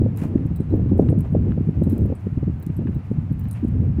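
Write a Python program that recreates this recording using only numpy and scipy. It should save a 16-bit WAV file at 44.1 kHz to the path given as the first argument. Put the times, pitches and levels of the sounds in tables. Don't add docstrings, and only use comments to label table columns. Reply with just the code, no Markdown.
import sys
import numpy as np
from scipy.fft import rfft, irfft, next_fast_len
from scipy.io import wavfile
from scipy.ndimage import uniform_filter1d, map_coordinates

SR = 44100
rng = np.random.default_rng(int(sys.argv[2]) if len(sys.argv) > 2 else 0)


def transcribe(u):
    v = np.clip(np.atleast_2d(u).T, -1, 1)
    q = np.round(v * 32767).astype(np.int16)
    wavfile.write(sys.argv[1], SR, q)


N = 176400

# frequency_hz, level_db
CLACK_SPECTRUM = [(1500, -10), (4000, -13.5), (6500, -10.5), (9000, -0.5), (12000, -1), (15500, -7)]
# frequency_hz, level_db
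BRIGHT_SPECTRUM = [(2000, -18), (4000, -5.5), (7000, 4), (11000, 3), (15500, -2)]


def amp(db):
    return 10 ** (np.asarray(db) / 20)


def wobble(knots_per_s):
    return map_coordinates(rng.standard_normal(2048), [np.arange(N) * knots_per_s / SR], mode="wrap")


def coloured(x, spectrum):
    size = next_fast_len(len(x) + 4096)
    hz, db = np.transpose(spectrum)
    gain = amp(np.interp(np.log(np.fft.rfftfreq(size, 1 / SR) + 1), np.log(hz), db))
    return irfft(rfft(x, size) * gain, size)[:len(x)]


def steadied(x, window_s=0.019):
    power = np.abs(uniform_filter1d(x ** 2, int(window_s * SR)))
    return x / np.sqrt(power + 1e-20)


def shot_noise(spectrum, impulses_per_s=2500, spread_db=5.3):
    impulses = rng.random(N) < impulses_per_s / SR
    sizes = rng.choice([-1, 1], N) * amp(spread_db * rng.standard_normal(N))
    return steadied(coloured(impulses * sizes, spectrum))


def swell(t, rise_s, decay_s):
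    return np.exp(-(np.minimum(t, 0) / rise_s) ** 2 - np.maximum(t, 0) / decay_s)


def burst(spectrum, rise_s, decay_s):
    t = np.arange(-4096, 4096) / SR
    x = coloured(rng.standard_normal(len(t)) * swell(t, rise_s, decay_s), spectrum)
    return x / np.abs(x).max()


def add(out, time_s, x, centred=False):
    i = round(time_s * SR) - (len(x) // 2 if centred else 0)
    part = x[max(-i, 0):max(N - i, 0)]
    out[max(i, 0):max(i, 0) + len(part)] += part


def eddy(hz, width_s, waver):
    t = np.arange(-4096, 4096) / SR
    uneven = map_coordinates(rng.standard_normal(128), [(t - t[0]) * 250], mode="wrap")
    cycles = np.cumsum(hz * np.exp(waver * uneven)) / SR + rng.random()
    swing = np.sin(2 * np.pi * cycles) / np.cosh(np.minimum(np.abs(t) / width_s, 20))
    return swing / np.abs(swing).max()


def wind_puffs():
    # centre_s, thump_db, thump_hz, edge_db
    eddies = [(0.02, -8, 169.3, -17.5), (0.063, -28, 187, -17.5), (0.222, -8.5, 159.3, -35),
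              (0.254, -8, 150.5, -34), (0.358, -1.5, 171.9, -21.5), (0.459, -3.5, 137.6, -29.5),
              (0.515, -7.5, 157, -32), (0.605, -7, 167.8, -28.5), (0.74, -11.5, 134, -13.5),
              (0.758, -9, 85.4, -35), (0.797, -9.5, 137.5, -22), (0.862, -7.5, 132.2, -28.5),
              (0.919, -4, 202.6, -22), (0.932, -8, 200, -21), (0.996, -14, 179.6, -1.5),
              (1.005, -8.5, 161, -28), (1.027, -5, 192.9, -19), (1.094, -2.5, 149.4, -37.5),
              (1.128, -14, 135.3, -14.5), (1.18, -6, 169.7, -32), (1.329, -6.5, 193.2, -37),
              (1.351, -32, 195, -11), (1.368, -6, 215.2, -19), (1.578, -6.5, 211.2, -21.5),
              (1.61, -8, 129.8, -36.5), (1.676, -6, 159.6, -46.5), (1.692, -2, 163.6, -27),
              (1.82, -5.5, 153.5, -17), (1.873, -5.5, 181, -20.5), (1.932, -5.5, 172, -41.5),
              (2.056, -7, 154.5, -24), (2.102, -16, 186, -19), (2.125, -13.5, 179.2, -17),
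              (2.271, -8.5, 178.9, -31.5), (2.33, -8, 121.7, -48), (2.378, -4, 143.9, -25),
              (2.431, -8, 140.2, -25.5), (2.479, -6, 185.9, -24), (2.5, -4, 135, -41),
              (2.672, -10.5, 141.5, -48), (2.702, -6.5, 141.5, -35), (2.793, -5, 118.8, -27),
              (2.858, -13, 180.3, -33.5), (2.895, -9, 160.5, -33.5), (2.966, -8, 108.5, -35),
              (3.117, -6, 210.8, -27.5), (3.187, -4.5, 150.4, -36.5), (3.314, -6, 147.7, -34),
              (3.636, -7.5, 258, -43), (3.65, -6.5, 225, -25), (3.803, -9.5, 123.3, -28.5),
              (3.988, -7.5, 159.7, -28.5)]
    # frequency_hz, level_db
    spatter_spectrum = [(150, -18.5), (330, 3.5), (450, 2.5), (620, -6.5), (850, -18), (1300, -38),
                        (2500, -74.5), (4000, -120)]
    out = np.zeros(N)
    for centre_s, thump_db, thump_hz, edge_db in eddies:
        thump = amp(thump_db - 6.5) * eddy(thump_hz, width_s=0.0034, waver=0.2497)
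        knock = amp((thump_db + edge_db) / 2 - 2.5) * eddy(hz=289.22, width_s=0.0026, waver=0.1482)
        edge = amp(edge_db - 6) * eddy(hz=390, width_s=0.0014, waver=0.15)
        spatter = amp(edge_db - 4.5) * burst(spatter_spectrum, rise_s=0.003, decay_s=0.005)
        add(out, centre_s, thump + knock + edge + spatter, centred=True)
    return out


def wind_rumble(gain_db=0.5, jitter_db=2):
    # time_s, level_db
    rumble_levels = [(0.0, -13), (0.18, -29), (0.38, -22.5), (0.67, -29), (0.73, -17.5), (1.2, -20.5),
                     (1.25, -27), (1.45, -18), (1.76, -27.5), (1.78, -18), (1.98, -25), (2.02, -16),
                     (2.21, -37), (2.23, -30), (2.51, -25), (2.62, -33.5), (2.67, -31.5), (2.75, -28.5),
                     (2.8, -17), (2.84, -26), (2.97, -23), (3.03, -35), (3.1, -25.5), (3.26, -27),
                     (3.31, -26), (3.39, -29.5), (3.43, -24.5), (3.65, -26.5), (3.68, -19.5), (4.0, -21.5)]
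    flutter_levels = [(0, -35), (.07, -24.5), (0.109, -38.5), (.4, -29.5), (.5, -44), (.679, -38.5),
                      (.729, -21.5), (.88, -36), (1.0, -23), (1.08, -24), (1.21, -27), (1.27, -47),
                      (1.36, -31), (1.431, -32), (1.499, -26), (1.55, -38.5), (1.76, -36), (2.038, -25),
                      (2.17, -47.5), (2.74, -48.5), (2.82, -30.5), (3.03, -48.5), (3.6, -54.5),
                      (3.649, -43), (3.82, -31), (4, -42.5)]
    # frequency_hz, level_db
    rumble_spectrum = [(20, -25), (40, -19), (70, 1), (100, 5), (150, -1.5), (250, -11.5), (350, -33.5),
                       (500, -48.5), (900, -73.5), (2000, -120)]
    flutter_spectrum = [(100, -19.5), (220, 11), (300, 6.5), (450, -4.5), (650, -17), (1000, -34.5),
                        (2000, -86), (4000, -120)]
    bands = [(rumble_levels, rumble_spectrum, 35), (flutter_levels, flutter_spectrum, 60)]
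    out, t = np.zeros(N), np.arange(N) / SR
    for levels, spectrum, knots_per_s in bands:
        level_db = np.interp(t, *np.transpose(levels)) + gain_db + jitter_db * wobble(knots_per_s)
        out += amp(level_db) * steadied(coloured(rng.standard_normal(N), spectrum))
    return out


def footsteps():
    # crest_s, thud_db, crunch_db, scrape_db, rise_s, decay_s
    footfalls = [(0.189, -63.5, -54, -57, .017, 0.027), (0.241, -38.5, -48.5, -58.5, .04, 0.027),
                 (1.01, -65.5, -70, -64.5, 0.029, 0.028), (1.075, -55.5, -59, -73.5, 0.018, .02),
                 (1.253, -40, -57, -80, .01, .03), (1.51, -51.5, -61.5, -77, 0.021, .02),
                 (1.915, -71, -61, -65.5, 0.031, 0.084), (2.689, -74, -75.5, -76.5, 0.043, 0.035),
                 (3.57, -56, -50.5, -67.5, 0.027, .028)]
    # frequency_hz, level_db
    thud_spectrum = [(200, -12.5), (450, 3.5), (1100, -9), (2500, -45.5)]
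    crunch_spectrum = [(300, -12), (800, 7.5), (1600, 5), (2700, 3.5), (3600, -9.5), (6000, -16),
                       (15500, -34.5)]
    thud, crunch, scrape = map(shot_noise, (thud_spectrum, crunch_spectrum, BRIGHT_SPECTRUM))
    out, t = np.zeros(N), np.arange(N) / SR
    for crest_s, thud_db, crunch_db, scrape_db, rise_s, decay_s in footfalls:
        grains = amp(thud_db) * thud + amp(crunch_db) * crunch + amp(scrape_db) * scrape
        out += grains * swell(t - crest_s, rise_s, decay_s)
    return out


def single_chips(snap_rise_s=0.0015, tick_rise_s=0.0005):
    # start_s, level_db
    snaps = [(0.379, -48), (0.8959, -46.5), (1.0879, -40.5), (1.483, -47.5), (1.5196, -39.5),
             (2.441, -51.5), (2.7, -47.5), (2.8709, -42.5), (2.88, -47), (3.4538, -47.5)]
    ticks = [(0.1635, -46.5), (0.2788, -59), (0.465, -50), (0.4714, -57.5), (0.9797, -50), (1.1892, -47.5),
             (1.3289, -51.5), (2.0103, -51.5), (3.6471, -50), (3.682, -46.5)]
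    # frequency_hz, level_db
    snap_spectrum = [(300, -13.5), (900, 13.5), (1800, 9), (2800, 0.5), (4000, -10), (7000, -35),
                     (15000, -26.5)]
    out = np.zeros(N)
    for start_s, level_db in snaps:
        snap = amp(level_db + 7) * burst(snap_spectrum, snap_rise_s, decay_s=0.0013)
        add(out, start_s + snap_rise_s, snap, centred=True)
    for start_s, level_db in ticks:
        tick = amp(level_db + 2) * burst(CLACK_SPECTRUM, tick_rise_s, decay_s=0.0015)
        add(out, start_s + tick_rise_s, tick, centred=True)
    return out


def keys(rise_s=0.00028, rebound_s=0.006, rebound_db=-9, spread_db=2.5, blur_hz=50):
    # start_s, clack_db, then ring_db at each of ring_hz
    touches = [(0.173, -46, -69.5, -64.5, -55.5, -61), (0.561, -53.5, -67, -59.5, -62.5, -59),
               (0.602, -64, -71.5, -68, -72, -76), (0.703, -68, -68.5, -75, -89, -83),
               (0.757, -64, -85, -89, -75.5, -70), (1.099, -61.5, -77, -65, -66, -84.5),
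               (1.207, -50, -93, -73.5, -57.5, -67.5), (1.836, -51, -70.5, -63, -72, -69),
               (1.898, -48.5, -69, -63, -59, -75.5), (1.923, -61, -81, -78.5, -62, -73),
               (1.98, -50.5, -87, -69.5, -89, -58.5), (2.059, -64.5, -95, -69, -85, -67),
               (2.152, -65.5, -88, -65.5, -73.5, -83), (2.6, -70, -86, -81, -87.5, -61),
               (2.626, -52, -71, -77, -71, -58), (2.665, -47.5, -85, -80, -81.5, -75),
               (2.766, -60.5, -85, -64, -62, -67.5), (2.947, -67.5, -71.5, -70.5, -76.5, -66),
               (3.326, -69, -85, -81, -65, -102), (3.395, -56.5, -83, -62.5, -80.5, -57),
               (3.411, -63.5, -90, -92, -87, -84.5), (3.44, -62.5, -74, -71.5, -80.5, -66.5),
               (3.486, -59, -75.5, -70.5, -61, -72.5), (3.512, -45, -76, -59.5, -61, -70),
               (3.53, -48, -73.5, -75, -77, -70.5)]
    ring_hz = [3900, 8000, 11450, 14400]
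    # frequency_hz, level_db, t60_s
    modes = [(3910, -4, .1), (7930, -8, .05), (9310, -6, .07), (11450, -2, .04), (12150, -9, .02),
             (14500, -5, .03), (15220, 1, .035)]
    out, t = np.zeros(N), np.arange(SR // 4) / SR
    mode_hz, mode_db, t60_s = np.transpose(modes)[:, :, None]
    for start_s, clack_db, *ring_db in touches:
        balance, damping, phase = rng.standard_normal((3, *mode_hz.shape))
        level_db = 12.5 + mode_db + np.interp(mode_hz, ring_hz, ring_db) + spread_db * balance
        fade = np.exp(-np.log(1000) * t / t60_s * np.exp(0.5 * damping))
        blur = np.cumsum(rng.standard_normal(fade.shape), 1) * np.sqrt(2 * np.pi * blur_hz / SR)
        ring = amp(level_db) * fade * np.sin(2 * np.pi * (mode_hz * t + phase) + blur)
        add(out, start_s, ring.sum(0) * (1 - np.exp(-t / rise_s)))
        for delay_s, contact_db in [(0, 0), (rebound_s * (0.5 + rng.random()), rebound_db)]:
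            spectrum = [(hz, db + spread_db * rng.standard_normal()) for hz, db in CLACK_SPECTRUM]
            clack = amp(clack_db + 12 + contact_db) * burst(spectrum, rise_s, decay_s=0.0012)
            add(out, start_s + rise_s + delay_s, clack, centred=True)
    return out


def flickering_hiss(level_db=-79, flicker_db=2.5):
    return amp(level_db + flicker_db * wobble(45)) * shot_noise(BRIGHT_SPECTRUM)


def hush(level_db=-49, drift_db=0.5):
    # frequency_hz, level_db
    spectrum = [(100, 8.5), (400, -0.5), (750, 0.5), (1100, -4), (1800, -9.5), (2700, -13.5), (3400, -22),
                (5000, -28), (7500, -34.5), (15000, -41.5)]
    envelope = amp(level_db + drift_db * wobble(24))
    noise = coloured(rng.standard_normal(N), spectrum)
    return envelope * noise / np.sqrt(np.mean(noise ** 2))


def scene():
    mix = wind_rumble() + wind_puffs() + footsteps() + single_chips() + flickering_hiss()
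    return (mix + keys() + hush())[None]


def record(dry):
    size, cutoff_hz = next_fast_len(N + 4096), 15800
    passband = np.fft.rfftfreq(size, 1 / SR) < cutoff_hz
    return irfft(rfft(dry, size) * passband, size)[:, :N]


dry = scene()
out = record(dry)
transcribe(out)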